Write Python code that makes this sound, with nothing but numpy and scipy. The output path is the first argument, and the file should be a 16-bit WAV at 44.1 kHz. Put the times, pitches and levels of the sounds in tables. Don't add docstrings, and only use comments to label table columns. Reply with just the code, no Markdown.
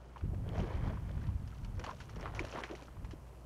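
import sys
import numpy as np
from scipy import signal
from scipy.fft import rfft, irfft, next_fast_len
from scipy.io import wavfile
from scipy.ndimage import uniform_filter1d

SR = 44100
rng = np.random.default_rng(int(sys.argv[2]) if len(sys.argv) > 2 else 0)


def log_audio(samples):
    frames = np.atleast_2d(samples).T
    limited = np.clip(frames, -1, 1)
    pcm = np.round(limited * 32767).astype(np.int16)
    wavfile.write(sys.argv[1], SR, pcm)


N = 152145
T = np.arange(N) / SR
EVENT_T = T[:SR // 8]


def from_db(db):
    return 10 ** (np.asarray(db) / 20)


def rms_one(x):
    return x / np.sqrt(np.mean(x ** 2) + 1e-20)


def level(rows):
    times_s, levels_db = np.transpose(rows)
    return from_db(np.interp(T, times_s, levels_db))


def colour(x, points):
    size = 2 * next_fast_len(N)
    hz, db = np.transpose(points)
    grid_hz = np.maximum(np.arange(size // 2 + 1) * SR / size, 1)
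    gain = from_db(np.interp(np.log(grid_hz), np.log(hz), db))
    cepstrum = irfft(np.log(gain))
    cepstrum[1:size // 2] *= 2
    cepstrum[size // 2 + 1:] = 0
    response = np.exp(rfft(cepstrum))
    return rms_one(irfft(rfft(x, size) * response)[:N])


def resonate(x, hz, width_hz):
    r = np.exp(-np.pi * width_hz / SR)
    zeros = [(1 - r * r) / 2, 0, (r * r - 1) / 2]
    poles = [1, -2 * r * np.cos(2 * np.pi * hz / SR), r * r]
    return signal.lfilter(zeros, poles, x + 1e-18)


def even(x, window_s):
    power = uniform_filter1d(x * x, max(int(window_s * SR), 2))
    return x / np.sqrt(np.abs(power) + 1e-6)


def add(out, s, sound):
    i = max(int(s * SR), 0)
    out[i:i + len(sound)] += sound[:N - i]


def burst(t, rise_s, t60_s):
    rise = np.sin(np.pi / 2 * np.minimum(t / rise_s, 1)) ** 2
    return rise * from_db(-60 * np.maximum(t - rise_s, 0) / t60_s)


def grains(per_s, cycles, spread_db, low_hz, high_hz, count=24):
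    sizes = from_db(spread_db * np.minimum(rng.exponential(1, N), 4)) * rng.choice([-1, 1], N)
    clicks = sizes * (rng.random(N) < per_s / SR)
    dealt = rng.integers(0, count, N)
    out = np.zeros(N)
    for k, hz in enumerate(np.geomspace(low_hz, high_hz, count)):
        width_hz = np.log(1000) / np.pi * hz / cycles
        out += resonate(clicks * (dealt == k), hz, width_hz)
    return out


def wet_band(size, hz, width):
    band = resonate(rng.standard_normal(size), hz, width * hz)
    dull = signal.butter(2, min(2 * hz, SR / 3), fs=SR, output="sos")
    return rms_one(signal.sosfilt(dull, band))


# start in seconds, level in dB before PLOP_TRIM_DB, mid pitch in Hz, length in seconds.
PLOP_EVENTS = [(0.159,-41.5,1070,0.0074),(0.168,-40.5,900,0.0066),(0.235,-39,300,0.011),(.330,-39,358,0.016),(0.463,-43,370,0.01),(0.553,-38,480,0.014),(0.573,-38,668,.016),
               (.586,-39.5,695,0.0096),(0.598,-37,513,0.015),(0.605,-45,1150,0.0071),(0.623,-37,360,0.034),(0.664,-41.5,460,0.022),(0.699,-43,985,0.017),(0.717,-44,988,0.015),(0.837,-42.5,740,0.0084),(0.868,-43.5,836,0.011),(0.894,-42.5,634,0.035),(0.932,-43,990,0.0051),(0.971,-39.5,1024,0.0079),
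               (1.054,-50,810,0.007),(1.213,-51,1530,.01),(1.106,-41.5,520,0.0076),(1.287,-43.5,995,0.0071),(1.522,-51.5,1344,.016),(1.781,-47,496,0.043),(1.798,-47,324,0.023),
               (1.843,-38.5,790,0.0084),(1.863,-38.5,1130,0.013),(1.872,-36,610,0.017),(1.8895,-31,1007,0.011),(1.902,-44,1000,0.0065),(1.9076,-37,986,0.016),(1.929,-47.5,595,0.02),(2.001,-46.5,1500,0.015),(2.162,-43.5,444,0.012),
               (2.230,-49,506,0.016),(2.236,-39,617,0.012),(2.263,-35,1120,0.0044),(2.276,-34.5,1040,0.0037),(2.339,-41.5,700,0.0047),
               (2.401,-33.5,320,0.023),(2.443,-34.5,592,0.0083),(2.537,-36,540,0.0056),(2.55,-37,395,0.0088),(2.558,-36,816,0.0058),(2.568,-40,880,0.0089),(2.584,-31,1000,0.006),(2.594,-48,720,.008),
               (2.64,-42,376,0.014),(2.696,-41,375,0.017),(2.708,-33.5,350,0.015),(2.725,-40,577,.014),(2.735,-38.5,370,0.015),
               (2.792,-50,1000,0.018),(2.814,-44,279,.02),(2.817,-49,560,0.014),(2.881,-49,1330,0.0078),(2.967,-49,990,.009),(3.133,-37.5,300,0.0087)]
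PLOP_TRIM_DB = -3.5
PLOP_RISE, PLOP_SAG = 0.45, 0.16
SQUELCH_DB, SQUELCH_WIDTH = -10, 0.55
SMACK_DB, SMACK_RATIO, SMACK_FROM_HZ = -16, 1.27, 295
TAIL_DB, TAIL_T60_S = -18, 0.05


def plops():
    out, t = np.zeros(N), EVENT_T
    for s, db, hz, length_s in PLOP_EVENTS:
        age = t / length_s
        pitch_hz = hz * (1 - PLOP_SAG * (np.minimum(age, 1) - 0.5))
        tone = np.sin(2 * np.pi * np.cumsum(pitch_hz) / SR)
        squelch = wet_band(len(t), hz, SQUELCH_WIDTH)
        smack = wet_band(len(t), max(SMACK_RATIO * hz, SMACK_FROM_HZ), 0.48)
        swell = np.sin(np.pi / 2 * np.minimum(age / PLOP_RISE, 1))
        choke = np.exp(-2 * age ** 4)
        ring = swell * choke * (tone + from_db(SQUELCH_DB) * squelch + from_db(SMACK_DB) * smack)
        tail = from_db(TAIL_DB) * burst(t, length_s, TAIL_T60_S) * squelch
        add(out, s, from_db(db + PLOP_TRIM_DB) * (ring + tail))
    return out


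# start in seconds, ring level in dB before RING_TRIM_DB, ring pitch in Hz,
# spray level in dB before SPRAY_TRIM_DB, spray t60 in seconds.
SNAP_EVENTS = [(.179,-52,2940,-60,0.15),(0.4902,-42.5,3200,-47,0.0081),(1.114,-56,3380,-55,0.022),(1.268,-66,4960,-54,.05),(0.602,-39.5,3040,-52,0.021),(1.475,-54,5000,-54,0.062),
               (1.6462,-69,2940,-47.5,0.046),(1.7948,-45,5750,-48.5,0.058),(1.839,-61,2880,-42,0.095),(1.8639,-40.5,4480,-39,0.0065),
               (2.002,-64,2630,-47,0.15),(2.094,-41,1290,-50.5,0.064),(2.159,-48,5700,-50,0.031),
               (2.2093,-44,5400,-46,0.04),(2.348,-58,2940,-47,0.19),(2.3929,-21.5,2310,-38.5,0.058),
               (2.449,-44.5,5860,-39.5,0.032),(2.465,-57,2850,-50.5,0.055),(2.484,-48,5140,-53,0.14),(2.525,-40,2660,-49.5,0.14),
               (2.636,-33,3170,-50,0.24),(2.711,-53,3520,-49,0.055),(2.751,-44,2180,-48.5,0.081),(2.822,-47.5,2520,-58,0.086),(3.045,-60,3030,-54.5,0.068),(3.109,-48,2100,-52,0.13)]
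# frequency in Hz, relative level in dB.
DROPLET_COLOUR = [(300,-20),(900,6.5),(2000,0.5),(3000,1.5),(3600,-6),(4400,-3.5),(5000,-7.5),(5800,-3.5),(7000,-10.5),(8200,-23.5),(10000,-17),(15000,-45)]
RING_TRIM_DB, SPRAY_TRIM_DB = -2.5, -3.5
SNAP_RISE_S, RING_T60_S = 0.0011, 0.0071


def snaps():
    out, spray_level, t = np.zeros(N), np.zeros(N), EVENT_T
    for s, ring_db, hz, spray_db, spray_t60_s in SNAP_EVENTS:
        ring = burst(t, SNAP_RISE_S, RING_T60_S) * np.sin(2 * np.pi * hz * t)
        add(out, s, from_db(ring_db + RING_TRIM_DB) * ring)
        add(spray_level, s, from_db(spray_db + SPRAY_TRIM_DB) * burst(t, SNAP_RISE_S, spray_t60_s))
    droplets = colour(grains(9000, 5.5, 1, 540, 11100), DROPLET_COLOUR)
    return out + spray_level * even(droplets, 0.054)


# start in seconds, pulse level in dB, pulse pitch in Hz,
# splash level in dB, splash t60 in seconds.
SLAP_EVENTS = [(.1628,-46,900,-61,0.026),(.210,-44,1400,-58,0.017),(0.346,-46.5,1620,-71,0.035),(1.094,-43.5,1600,-57,.02),(1.179,-43.5,1380,-73,.04),(1.239,-48,2030,-52.5,0.036),(1.7947,-42,1500,-51,.015),(1.8402,-36,1150,-51,.1),(2.162,-45,1130,-57,0.058),(2.21,-53,1200,-69,0.013),(2.2286,-36,1930,-54,0.028),(2.2579,-28,1160,-51,.01),(2.289,-44,1290,-61,.01),
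               (2.5605,-37,1290,-56,.015),(2.5775,-35,1150,-59,0.0092),(2.6043,-33,970,-50,.007),(2.6373,-26,1900,-43,.09),(2.69,-50,1100,-52.5,0.073),(3.048,-41,1240,-57,.05)]
# frequency in Hz, relative level in dB.
SPLASH_COLOUR = [(200,-58),(450,-3.5),(1000,12),(1400,3.5),(1900,9.5),(2400,10),(3300,-7),(3900,-5),(6500,-15),(15000,-62)]
PULSE_T60_CYCLES, SPLASH_RISE_S = 9.2, 0.0029


def slaps():
    out, splash_level, t = np.zeros(N), np.zeros(N), EVENT_T
    for s, pulse_db, hz, splash_db, splash_t60_s in SLAP_EVENTS:
        quarter_cycle_s = 1 / (4 * hz)
        pulse = burst(t, quarter_cycle_s, PULSE_T60_CYCLES / hz) * np.sin(2 * np.pi * hz * t)
        add(out, s, from_db(pulse_db) * pulse)
        add(splash_level, s, from_db(splash_db) * burst(t, SPLASH_RISE_S, splash_t60_s))
    splash = colour(grains(6000, 11.5, 3.7, 278, 5100), SPLASH_COLOUR)
    return out + splash_level * even(splash, 0.004)


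# time in seconds, level in dB.
GURGLE_LEVEL = [(0,-62.5),(.28,-69),(.34,-59.5),(.40,-65),(.5,-52),(.6,-51),(.71,-56),(.9,-67),(1.6,-85),(3.45,-63.5)]


def gurgle():
    bubbles = rms_one(grains(per_s=390, cycles=18, spread_db=-1.5, low_hz=300, high_hz=685))
    dull = signal.butter(2, 1100, fs=SR, output="sos")
    return level(GURGLE_LEVEL) * even(signal.sosfilt(dull, bubbles), 0.068)


# time in seconds, level in dB.
SURGE_LEVEL = [(0,-68),(.4,-67.5),(.52,-54),(.6,-48),(.67,-51.5),(.72,-49),(.81,-53),(.88,-47.5),(1.0,-62),(1.25,-58),(1.35,-68.5)]
# frequency in Hz, relative level in dB.
SURGE_SPECTRUM = [(150,-14),(300,2),(550,-2.5),(1000,-5.5),(1350,-9.5),(1850,-11),(2400,-14),(2750,-23.5),(3100,-16.5),(3700,-25.5),(6000,-32),(8000,-44),(15000,-44)]


def surge():
    bubbles = grains(per_s=3200, cycles=6.7, spread_db=2.2, low_hz=256, high_hz=7330, count=40)
    return level(SURGE_LEVEL) * even(colour(bubbles, SURGE_SPECTRUM), 0.03)


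# time in seconds, level in dB.
CHURN_LEVEL = [(0,-68),(1.75,-64.5),(1.8,-54.5),(1.88,-52.5),(1.97,-64.5),(2.13,-61),(2.25,-47.5),(2.32,-55),(2.41,-47.5),(2.49,-55),(2.58,-43),(2.675,-57),(2.72,-53.5),(2.78,-58.5),(2.93,-64.5),(3.45,-75.5)]
# frequency in Hz, relative level in dB.
CHURN_SPECTRUM = [(150,5.5),(300,6),(550,4),(1000,0),(1350,-1.5),(1900,-6),(2700,-15.5),(3100,-12.5),(3700,-19),(6000,-37),(8000,-39),(15000,-29.5)]
# time in seconds, level in dB.
FROTH_LEVEL = [(0,-79),(.45,-89),(.59,-61),(.72,-76),(1.0,-81),(1.27,-74),(1.36,-79),(1.55,-72),(1.74,-77),(1.87,-64.5),(2.15,-71.5),(2.35,-70),(2.6,-58),(2.68,-76),(2.84,-63.5),(2.92,-84.5),(3.45,-79)]


def churn():
    mud_grains = grains(per_s=1200, cycles=6.3, spread_db=1, low_hz=225, high_hz=7700, count=32)
    froth_grains = grains(per_s=750, cycles=9, spread_db=3.6, low_hz=2280, high_hz=10200)
    mud = even(colour(mud_grains, CHURN_SPECTRUM), 0.064)
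    froth = even(colour(froth_grains, DROPLET_COLOUR), 0.36)
    return level(CHURN_LEVEL) * mud + level(FROTH_LEVEL) * froth


# time in seconds, rumble level in dB.
GUST_LEVEL = [(0,-72),(.21,-59),(.24,-37),(.38,-38.5),(.54,-40),(.6,-34),(.71,-44),(.76,-39),(.88,-35),(.97,-41),(1.35,-40),(1.39,-46),(1.42,-38.5),(1.56,-52),(1.64,-40.5),(1.71,-42),(1.78,-40),(1.86,-50.5),
              (2.12,-50.5),(2.17,-44),(2.3,-46.5),(2.42,-41.5),(2.5,-55),(2.7,-65),(2.94,-57.5),(2.985,-44),(3.045,-48.5),(3.09,-46),(3.25,-59.5),(3.45,-62.5)]
# frequency in Hz, relative level in dB.
RUMBLE_COLOUR = [(20,-15.5),(40,0.5),(65,-2.5),(95,1.5),(125,-4.5),(165,-9),(220,-15),(320,-25),(500,-47),(1000,-89),(3000,-71.5)]
RUMBLE_HOLD_S = 0.0363
FLUTTER_HZ, FLUTTER_WIDTH_HZ = 150, 62.6
FLUTTER_DB, GUST_REF_DB = -48, -37.5
FLUTTER_GROWTH = 3.27


def wind():
    gust = level(GUST_LEVEL)
    rumble = even(colour(rng.standard_normal(N), RUMBLE_COLOUR), RUMBLE_HOLD_S)
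    narrow = resonate(rng.standard_normal(N), FLUTTER_HZ, FLUTTER_WIDTH_HZ)
    flutter = even(rms_one(resonate(narrow, FLUTTER_HZ, 2 * FLUTTER_WIDTH_HZ)), 0.18)
    flutter_level = from_db(FLUTTER_DB) * (gust / from_db(GUST_REF_DB)) ** FLUTTER_GROWTH
    return gust * rumble + flutter_level * flutter


# centre in seconds, envelope peak in dB, pitch in Hz.
BUFFET_EVENTS = [(0.237,-30.5,71.5),(.325,-30.5,144),(.606,-33,162),(0.757,-27.5,70),(1.173,-30,74.4),(1.291,-27,86),(1.355,-27,67),(1.779,-31,77),(3.05,-34,60.5)]
BUFFET_CYCLES = 0.67


def buffets():
    out, t = np.zeros(N), EVENT_T - 1 / 16
    for s, db, hz in BUFFET_EVENTS:
        envelope = np.exp(-(t * hz / BUFFET_CYCLES) ** 2)
        wave = np.cos(2 * np.pi * (hz * t + rng.random()))
        add(out, s + t[0], from_db(db) * envelope * wave)
    return out


# frequency in Hz, relative level in dB.
AIR_COLOUR = [(70,-6.5),(140,1),(220,-6.5),(400,-12),(700,-12),(1000,-11),(1600,-23),(2000,-31),(2700,-23.5),(3600,-33.5),(4300,-31),(8000,-35),(15500,-45.5)]
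# frequency in Hz, relative level in dB.
HISS_COLOUR = [(2000,-10.5),(5000,2.5),(9500,3.5),(13000,1.5),(15500,-8)]
# frequency in Hz, rms level in dB.
HUM_PARTIALS = [(59.2,-54),(129.2,-63.5),(177.6,-71),(236.9,-74)]
AIR_DB, HISS_DB, HISS_SWELL_S = -62, -77, 0.35


def background():
    high_pass = signal.butter(2, 70, "high", fs=SR, output="sos")
    air = signal.sosfilt(high_pass, colour(rng.standard_normal(N), AIR_COLOUR))
    hiss = colour(rng.standard_normal(N), HISS_COLOUR) * np.minimum(T / HISS_SWELL_S, 1)
    hum = np.zeros(N)
    for hz, db in HUM_PARTIALS:
        hum += np.sqrt(2) * from_db(db) * np.sin(2 * np.pi * (hz * T + rng.random()))
    return from_db(AIR_DB) * air + from_db(HISS_DB) * hiss + hum


def scene():
    mud = plops() + snaps() + slaps() + gurgle() + surge() + churn()
    return (mud + wind() + buffets() + background())[None]


CUTOFF_HZ = 15700


def record(dry):
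    low_pass = signal.ellip(12, 0.1, 70, CUTOFF_HZ, fs=SR, output="sos")
    return signal.sosfilt(low_pass, dry)


dry = scene()
out = record(dry)
log_audio(out)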